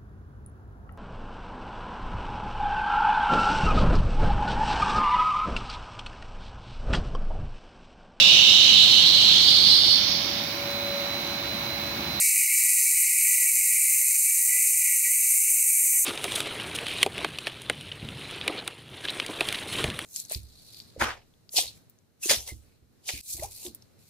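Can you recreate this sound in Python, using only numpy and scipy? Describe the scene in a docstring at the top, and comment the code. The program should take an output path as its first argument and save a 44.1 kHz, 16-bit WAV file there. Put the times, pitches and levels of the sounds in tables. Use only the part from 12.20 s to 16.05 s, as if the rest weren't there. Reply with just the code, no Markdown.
"""A bicycle on a stand in a shop, its rear freehub ratcheting close by from the first moment.
Two sets of pawls drop off the teeth in turn, 340-490 times a second, and rebound: steel sizzles, sprockets ring.
The speed surges through the first three seconds, with deeper sprocket rings at 2.3, 2.65 and 2.84 s.
It then runs faster and drops back right at the end; the hub shell's rasp and the ring have thinned by then.
Soft knocks of filtered noise come and go throughout, over a faint room rumble."""
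import sys
import numpy as np
from scipy import signal
from scipy.fft import rfft, irfft
from scipy.io import wavfile
from scipy.ndimage import uniform_filter1d

SR = 44100
rng = np.random.default_rng(int(sys.argv[2]) if len(sys.argv) > 2 else 0)


def persist_wave(psi):
    """Save psi, clipped to +-1, as 16-bit WAV."""
    counts = np.round(np.clip(psi, -1, 1) * 32767).astype(np.int16)
    wavfile.write(sys.argv[1], SR, np.atleast_2d(counts).T)


N = 169785
TIME = np.arange(N) / SR

# speed of the ratchet: t/s, rate of pawl snaps/Hz
SNAP_RATE = [(0.0, 384), (0.12, 375), (0.3, 358), (0.49, 397), (0.65, 383), (0.83, 359), (0.95, 344),
             (1.09, 399), (1.22, 392), (1.39, 360), (1.62, 346), (1.95, 361), (2.07, 382), (2.27, 392),
             (2.43, 409), (2.86, 380), (2.97, 445), (3.37, 450), (3.53, 460), (3.65, 450), (3.77, 493),
             (3.85, 360)]
# one cycle, in which each pawl set snaps and rebounds twice: place in the cycle/0-1, relative level/dB
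CONTACTS = [(.02, -0.5), (.11, -6), (.26, -7), (.52, -1), (.61, -5.5), (.77, -9.5)]
# force of the snaps, driving sizzle and steel: t/s, relative level/dB
SNAP_FORCE = [(0.0, -21), (0.15, -21), (0.3, -23), (0.32, -21), (1.05, -21.5), (1.13, -20), (1.18, -21),
              (2.49, -21.5), (2.57, -22), (3.85, -22)]
# colour of the dense sizzle: f/Hz, relative level/dB
SIZZLE_COLOUR = [(5200, -33), (5900, -18), (6150, -8.5), (6550, -7.5), (7400, -4), (8000, -4.5),
                 (8700, -0.5), (9400, 0.5), (10400, -6), (11300, -5.5), (12050, -2.5), (12280, -11),
                 (12850, -3), (13450, -11), (14200, -5.5), (14800, -11.5), (15700, -8.5)]
# modes of the pawls and the toothed ring: f/Hz, relative level/dB, t60/s
STEEL_MODES = [(6139, -8.5, 0.023), (6220, -7, 0.024), (7190, -8.5, 0.037), (7573, -4, 0.025),
               (7853, -4.5, 0.016), (8392, -1, 0.027), (8580, -.5, 0.027), (8820, -8, 0.027),
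               (9390, -1.5, 0.015), (9640, -13, 0.019), (10718, -7.5, 0.032), (11470, 0, 0.016),
               (14460, -8, 0.024), (14800, -12, .03)]
# colour of the hub shell: f/Hz, relative level/dB
SHELL_COLOUR = [(3400, -22.5), (3750, -18), (3880, -0.5), (4400, 1), (5000, 1.5), (5800, 1.5), (6600, -26),
                (9000, -42)]
# the hub shell's rasp over time: t/s, level before trim/dB
SHELL_LEVEL = [(0.0, -36), (0.14, -40.5), (3.02, -47.5), (3.83, -52), (3.85, -48)]
# band edges of the treble shimmer: f/Hz
SHIMMER_EDGES = [7300, 9600, 12500]
# sprocket modes: f/Hz, relative level/dB, t60/s
SPROCKET_MODES = [(1944.6, -1.5, 0.065), (2008, -3.5, 0.042), (2059, -3.5, 0.039), (2149, -1, 0.053),
                  (2291, 1.5, 0.076), (2311, -2, 0.053), (2345, -5.5, 0.073), (2410, -7.5, 0.039),
                  (2485, -2.5, 0.051), (2497, 0, 0.066), (2643, -5, 0.044), (2703, -2.5, 0.023),
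                  (2665, -21, 0.039), (2920, -12.5, 0.049)]
# the sprockets' ring over time: t/s, level before trim/dB
SPROCKET_LEVEL = [(0.0, -34), (0.34, -32.5), (0.59, -36.5), (1.11, -33.5), (1.48, -37), (1.53, -34),
                  (1.97, -40), (2.03, -42), (2.07, -37.5), (2.27, -42), (2.33, -35.5), (2.57, -40),
                  (2.68, -34), (2.83, -40.5), (2.85, -36.5), (2.98, -39), (3.77, -41), (3.85, -49)]
# brief deeper rings of the sprockets: start t/s, peak level/dB, centre f/Hz, t60/s
DEEP_RINGS = [(2.3, -55, 1696, 0.16), (2.301, -29, 1990, 0.31), (2.651, -43, 2078, .2),
              (2.84, -30, 2008, 0.22)]
# soft knocks of handling: start t/s, peak level/dB, centre f/Hz, t60/s
KNOCKS = [(0.168, -55.5, 157, 0.29), (.49, -64.5, 840, 0.17), (0.519, -55, 32.5, 0.2),
          (0.678, -64.5, 394, 0.34), (.73, -60, 67.6, 0.19), (1.27, -65, 1120, .15),
          (1.49, -66.5, 259.3, 0.13), (1.5, -62.5, 154.1, 1), (1.52, -65, 1250, 0.16),
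          (1.75, -53, 30.1, 0.11), (1.76, -65, 665, 0.086), (2.06, -66.5, 1151, 0.22),
          (2.43, -67, 1251, 0.16), (3.03, -67, 86, 0.16), (3.15, -59, 29.7, 0.13), (3.33, -71, 679.2, 0.21),
          (3.45, -64, 229.9, 0.19), (3.727, -53.5, 813, .15), (3.735, -59.5, 425, 0.12),
          (3.739, -63, 1355, 0.43), (3.8, -56, 530, 0.48)]
# colour of the room noise: f/Hz, relative level/dB
ROOM_COLOUR = [(20, 12), (35, -3), (70, -5.5), (120, -1), (158, 2.5), (200, -10.5), (320, -10.5),
               (600, -16), (1400, -14.5), (1700, 0.5), (3400, -50), (15000, -42)]

# timing scatter, strength scatter and each mode's own scatter (a fraction), all as standard deviations
SNAP_JITTER_S, REBOUND_JITTER_S, STRENGTH_SPREAD_DB, MODE_SPREAD = .000042, .00015, 1.52, 0.63
SIZZLE_DB, STEEL_DB, STEEL_LOW_HZ = -1.1, -4, 5280
BURST_S, CRACK_SHARE = 0.0024, 0.45  # decay time constant; the crack's share of the power
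SHELL_TRIM_DB, SHELL_LOW_HZ = 0.8, 3500
SHIMMER_DB, SHIMMER_RATE_HZ = 0.71, 13  # rms depth; fastest waver
SPROCKET_LOW_HZ, SPROCKET_HIGH_HZ, SPROCKET_TRIM_DB = 1945.6, 3080, 0.5
SECOND_SET_DROP_DB, REBOUND_RING_DB = 10, -5
DEEP_HALF_WIDTH_HZ = 74.5
SWELL_ATTACK_S, KNOCK_WIDTH = 0.024, 0.094  # knock width as a fraction of its pitch
ROOM_T60_S, ROOM_GAP_S = 0.15, .003
SIDE_LOW_DB, SIDE_TREBLE_DB, SIDE_SPLIT_HZ = -64, -23.5, 4000
ROOM_DB, RUMBLE_SWELL_DB, RUMBLE_HZ = -69, -1, 190
CUTOFF_HZ = 15700


def from_db(db):
    """Decibels to gain."""
    return 10 ** (np.asarray(db) / 20)


def rms_one(x):
    """Scale to unit rms."""
    return x / np.sqrt(np.mean(x ** 2) + 1e-20)


def in_time(rows):
    """A control curve at every sample."""
    return np.interp(TIME, *np.transpose(rows))


def colour(x, points):
    """Shape a sound by a spectrum of points, straight in dB over log frequency; rms 1."""
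    hz, db = np.transpose(points)
    bins = np.maximum(np.fft.rfftfreq(N, 1 / SR), 1)
    gain = from_db(np.interp(np.log(bins), np.log(hz), db))
    return rms_one(irfft(rfft(x) * gain, N))


def cut(x, hz, kind, order=4):
    """Butterworth filter."""
    return signal.sosfilt(signal.butter(order, hz, kind, fs=SR, output="sos"), x)


def smooth_low(x, hz, order):
    """Low-pass run both ways, so nothing is delayed."""
    return signal.sosfiltfilt(signal.butter(order, hz, fs=SR, output="sos"), x)


def slow_waver(hz):
    """A random control curve of rms 1 with little motion above the given rate."""
    return rms_one(cut(rng.standard_normal(N + SR), hz, "low", order=2)[SR:])  # skip the filter's start


def click_train(times, sizes):
    """Clicks of the given sizes at the given times."""
    return np.bincount(np.clip(times * SR, 0, N - 1).astype(int), sizes, N)


def ring(clicks, hz, t60):
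    """A two-pole resonator: each click sets off a sine that dies by 60 dB in t60."""
    radius = np.exp(-np.log(1000) / (t60 * SR))
    angle = 2 * np.pi * hz / SR
    return signal.lfilter([0, np.sin(angle)], [1, -2 * radius * np.cos(angle), radius ** 2], clicks + 1e-18)


def swell(start, t60):
    """A soft rise and a dying tail."""
    age = np.maximum(TIME - start, 0)
    return (1 - np.exp(-age / SWELL_ATTACK_S)) * np.exp(-np.log(1000) * age / t60)


def pawl_contacts():
    """Time, strength, pawl set (0 or 1) and rebound flag of every contact; snaps keep time better than rebounds."""
    cycles = np.cumsum(in_time(SNAP_RATE)) / SR / 2  # two snaps to a cycle
    place, db = np.transpose(CONTACTS)
    due = (np.arange(int(cycles[-1]) + 1)[:, None] + place).ravel()
    snap, nth = np.divmod(np.arange(len(due)), len(CONTACTS) // 2)
    chance = rng.standard_normal((len(due), 2))
    jitter = np.where(nth > 0, REBOUND_JITTER_S, SNAP_JITTER_S)
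    times = np.interp(due, cycles, TIME) + jitter * chance[:, 0]
    sizes = from_db(np.resize(db, len(due)) + STRENGTH_SPREAD_DB * np.clip(chance[:, 1], -2, 2))
    heard = due < cycles[-1]
    return times[heard], sizes[heard], snap[heard] % 2, nth[heard] > 0


def struck(times, sizes, modes):
    """Every contact strikes every mode with a strength of its own; neighbouring modes start in opposite phase."""
    out = np.zeros(N)
    for k, (hz, db, t60) in enumerate(modes):
        strength = sizes * (1 + MODE_SPREAD * rng.standard_normal(len(times)))
        out += (-1) ** k * from_db(db) * ring(click_train(times, strength), hz, t60)
    return rms_one(out)


def bursts(times, sizes):
    """Each contact is a sharp crack plus decaying noise, standing for countless short-lived modes."""
    decay = np.exp(-2 / (BURST_S * SR))
    energy = signal.lfilter([1], [1, -decay], click_train(times, sizes ** 2) + 1e-18)
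    crack = rms_one(click_train(times, sizes * rng.choice([-1, 1], len(times))))
    noise = rms_one(np.sqrt(energy) * rng.standard_normal(N))
    return np.sqrt(CRACK_SHARE) * crack + np.sqrt(1 - CRACK_SHARE) * noise


def ratchet(times, sizes):
    """The bright buzz of pawls and toothed ring, with the duller rasp of the hub shell."""
    sizzle = colour(cut(bursts(times, sizes), STEEL_LOW_HZ, "high", order=8), SIZZLE_COLOUR)
    steel = rms_one(cut(struck(times, sizes, STEEL_MODES), STEEL_LOW_HZ, "high", order=8))
    shell = colour(cut(bursts(times, sizes), SHELL_LOW_HZ, "high", order=8), SHELL_COLOUR)
    buzz = from_db(SIZZLE_DB) * sizzle + from_db(STEEL_DB) * steel
    rasp = from_db(in_time(SHELL_LEVEL) + SHELL_TRIM_DB) * shell
    return from_db(in_time(SNAP_FORCE)) * buzz + rasp


def shimmer(x):
    """The level wavers a little, each band on its own."""
    out, rest = 0, x
    for edge in list(SHIMMER_EDGES) + [None]:
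        band = smooth_low(rest, edge, 4) if edge else rest
        out = out + band * from_db(SHIMMER_DB * slow_waver(SHIMMER_RATE_HZ))
        rest = rest - band
    return out


def sprockets(times, sizes, pawl_set, rebound):
    """The sprockets ring in a narrow cluster of modes, shaken mostly by the snaps of one pawl set."""
    push = from_db(REBOUND_RING_DB * rebound - SECOND_SET_DROP_DB * pawl_set)
    rings = struck(times, sizes * push, SPROCKET_MODES)
    rings = cut(rings, [SPROCKET_LOW_HZ, SPROCKET_HIGH_HZ], "band", order=9)
    even = rings / np.sqrt(uniform_filter1d(rings ** 2, size=6000) + 1e-12)  # level out, then ride
    return from_db(in_time(SPROCKET_LEVEL) + SPROCKET_TRIM_DB) * even


def deep_rings(times, sizes):
    """Now and then the snaps, narrowed to a low sprocket band, swell up and die away."""
    out, snaps = np.zeros(N), click_train(times, sizes)
    for start, db, hz, t60 in DEEP_RINGS:
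        tone = cut(snaps, [hz - DEEP_HALF_WIDTH_HZ, hz + DEEP_HALF_WIDTH_HZ], "band", order=3)
        tone = tone * swell(start, t60)
        out += from_db(db) * tone / np.abs(tone).max()
    return out


def shop(x):
    """The close sound sits in the middle; faint decaying reflections, opposite left and right, widen its treble."""
    age = np.arange(SR // 2) / SR
    tail = rng.standard_normal(len(age)) * np.exp(-np.log(1000) * age / ROOM_T60_S) * (age > ROOM_GAP_S)
    lead_in = np.concatenate([x[:len(age)][::-1], x])  # the room already sounds at the start
    side = signal.fftconvolve(lead_in, tail / np.linalg.norm(tail))[len(age):len(age) + N]
    low = from_db(SIDE_LOW_DB) * cut(side, SIDE_SPLIT_HZ, "low")
    treble = from_db(SIDE_TREBLE_DB) * cut(side, SIDE_SPLIT_HZ, "high")
    return x + (low + treble) * np.array([[1], [-1]])


def knocks():
    """Dull, soft bumps of the bicycle and its stand: narrow noise that swells and dies."""
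    out = np.zeros(N)
    for start, db, hz, t60 in KNOCKS:
        edges = [hz / (1 + KNOCK_WIDTH), hz * (1 + KNOCK_WIDTH)]
        bump = cut(rng.standard_normal(N), edges, "band", order=2) * swell(start, t60)
        out += from_db(db) * bump / np.abs(bump).max()
    return out


def room_floor():
    """Faint room noise whose bass swells and sinks."""
    noise = colour(rng.standard_normal(N), ROOM_COLOUR)
    bass = smooth_low(noise, RUMBLE_HZ, 2)
    bass_gain = from_db(RUMBLE_SWELL_DB * slow_waver(1.9))
    return from_db(ROOM_DB) * (noise + bass * (bass_gain - 1))


def scene():
    """The freehub in the shop, over the knocks and the room's floor."""
    times, sizes, pawl_set, rebound = pawl_contacts()
    hub = shimmer(ratchet(times, sizes))
    hub = hub + sprockets(times, sizes, pawl_set, rebound)
    hub = hub + deep_rings(times[~rebound], sizes[~rebound])
    return shop(hub) + knocks() + room_floor()


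def record(dry):
    """The top is cut steeply by an elliptic low-pass."""
    return signal.sosfilt(signal.ellip(12, .2, 80, CUTOFF_HZ, fs=SR, output="sos"), dry)


dry = scene()
out = record(dry)
persist_wave(out)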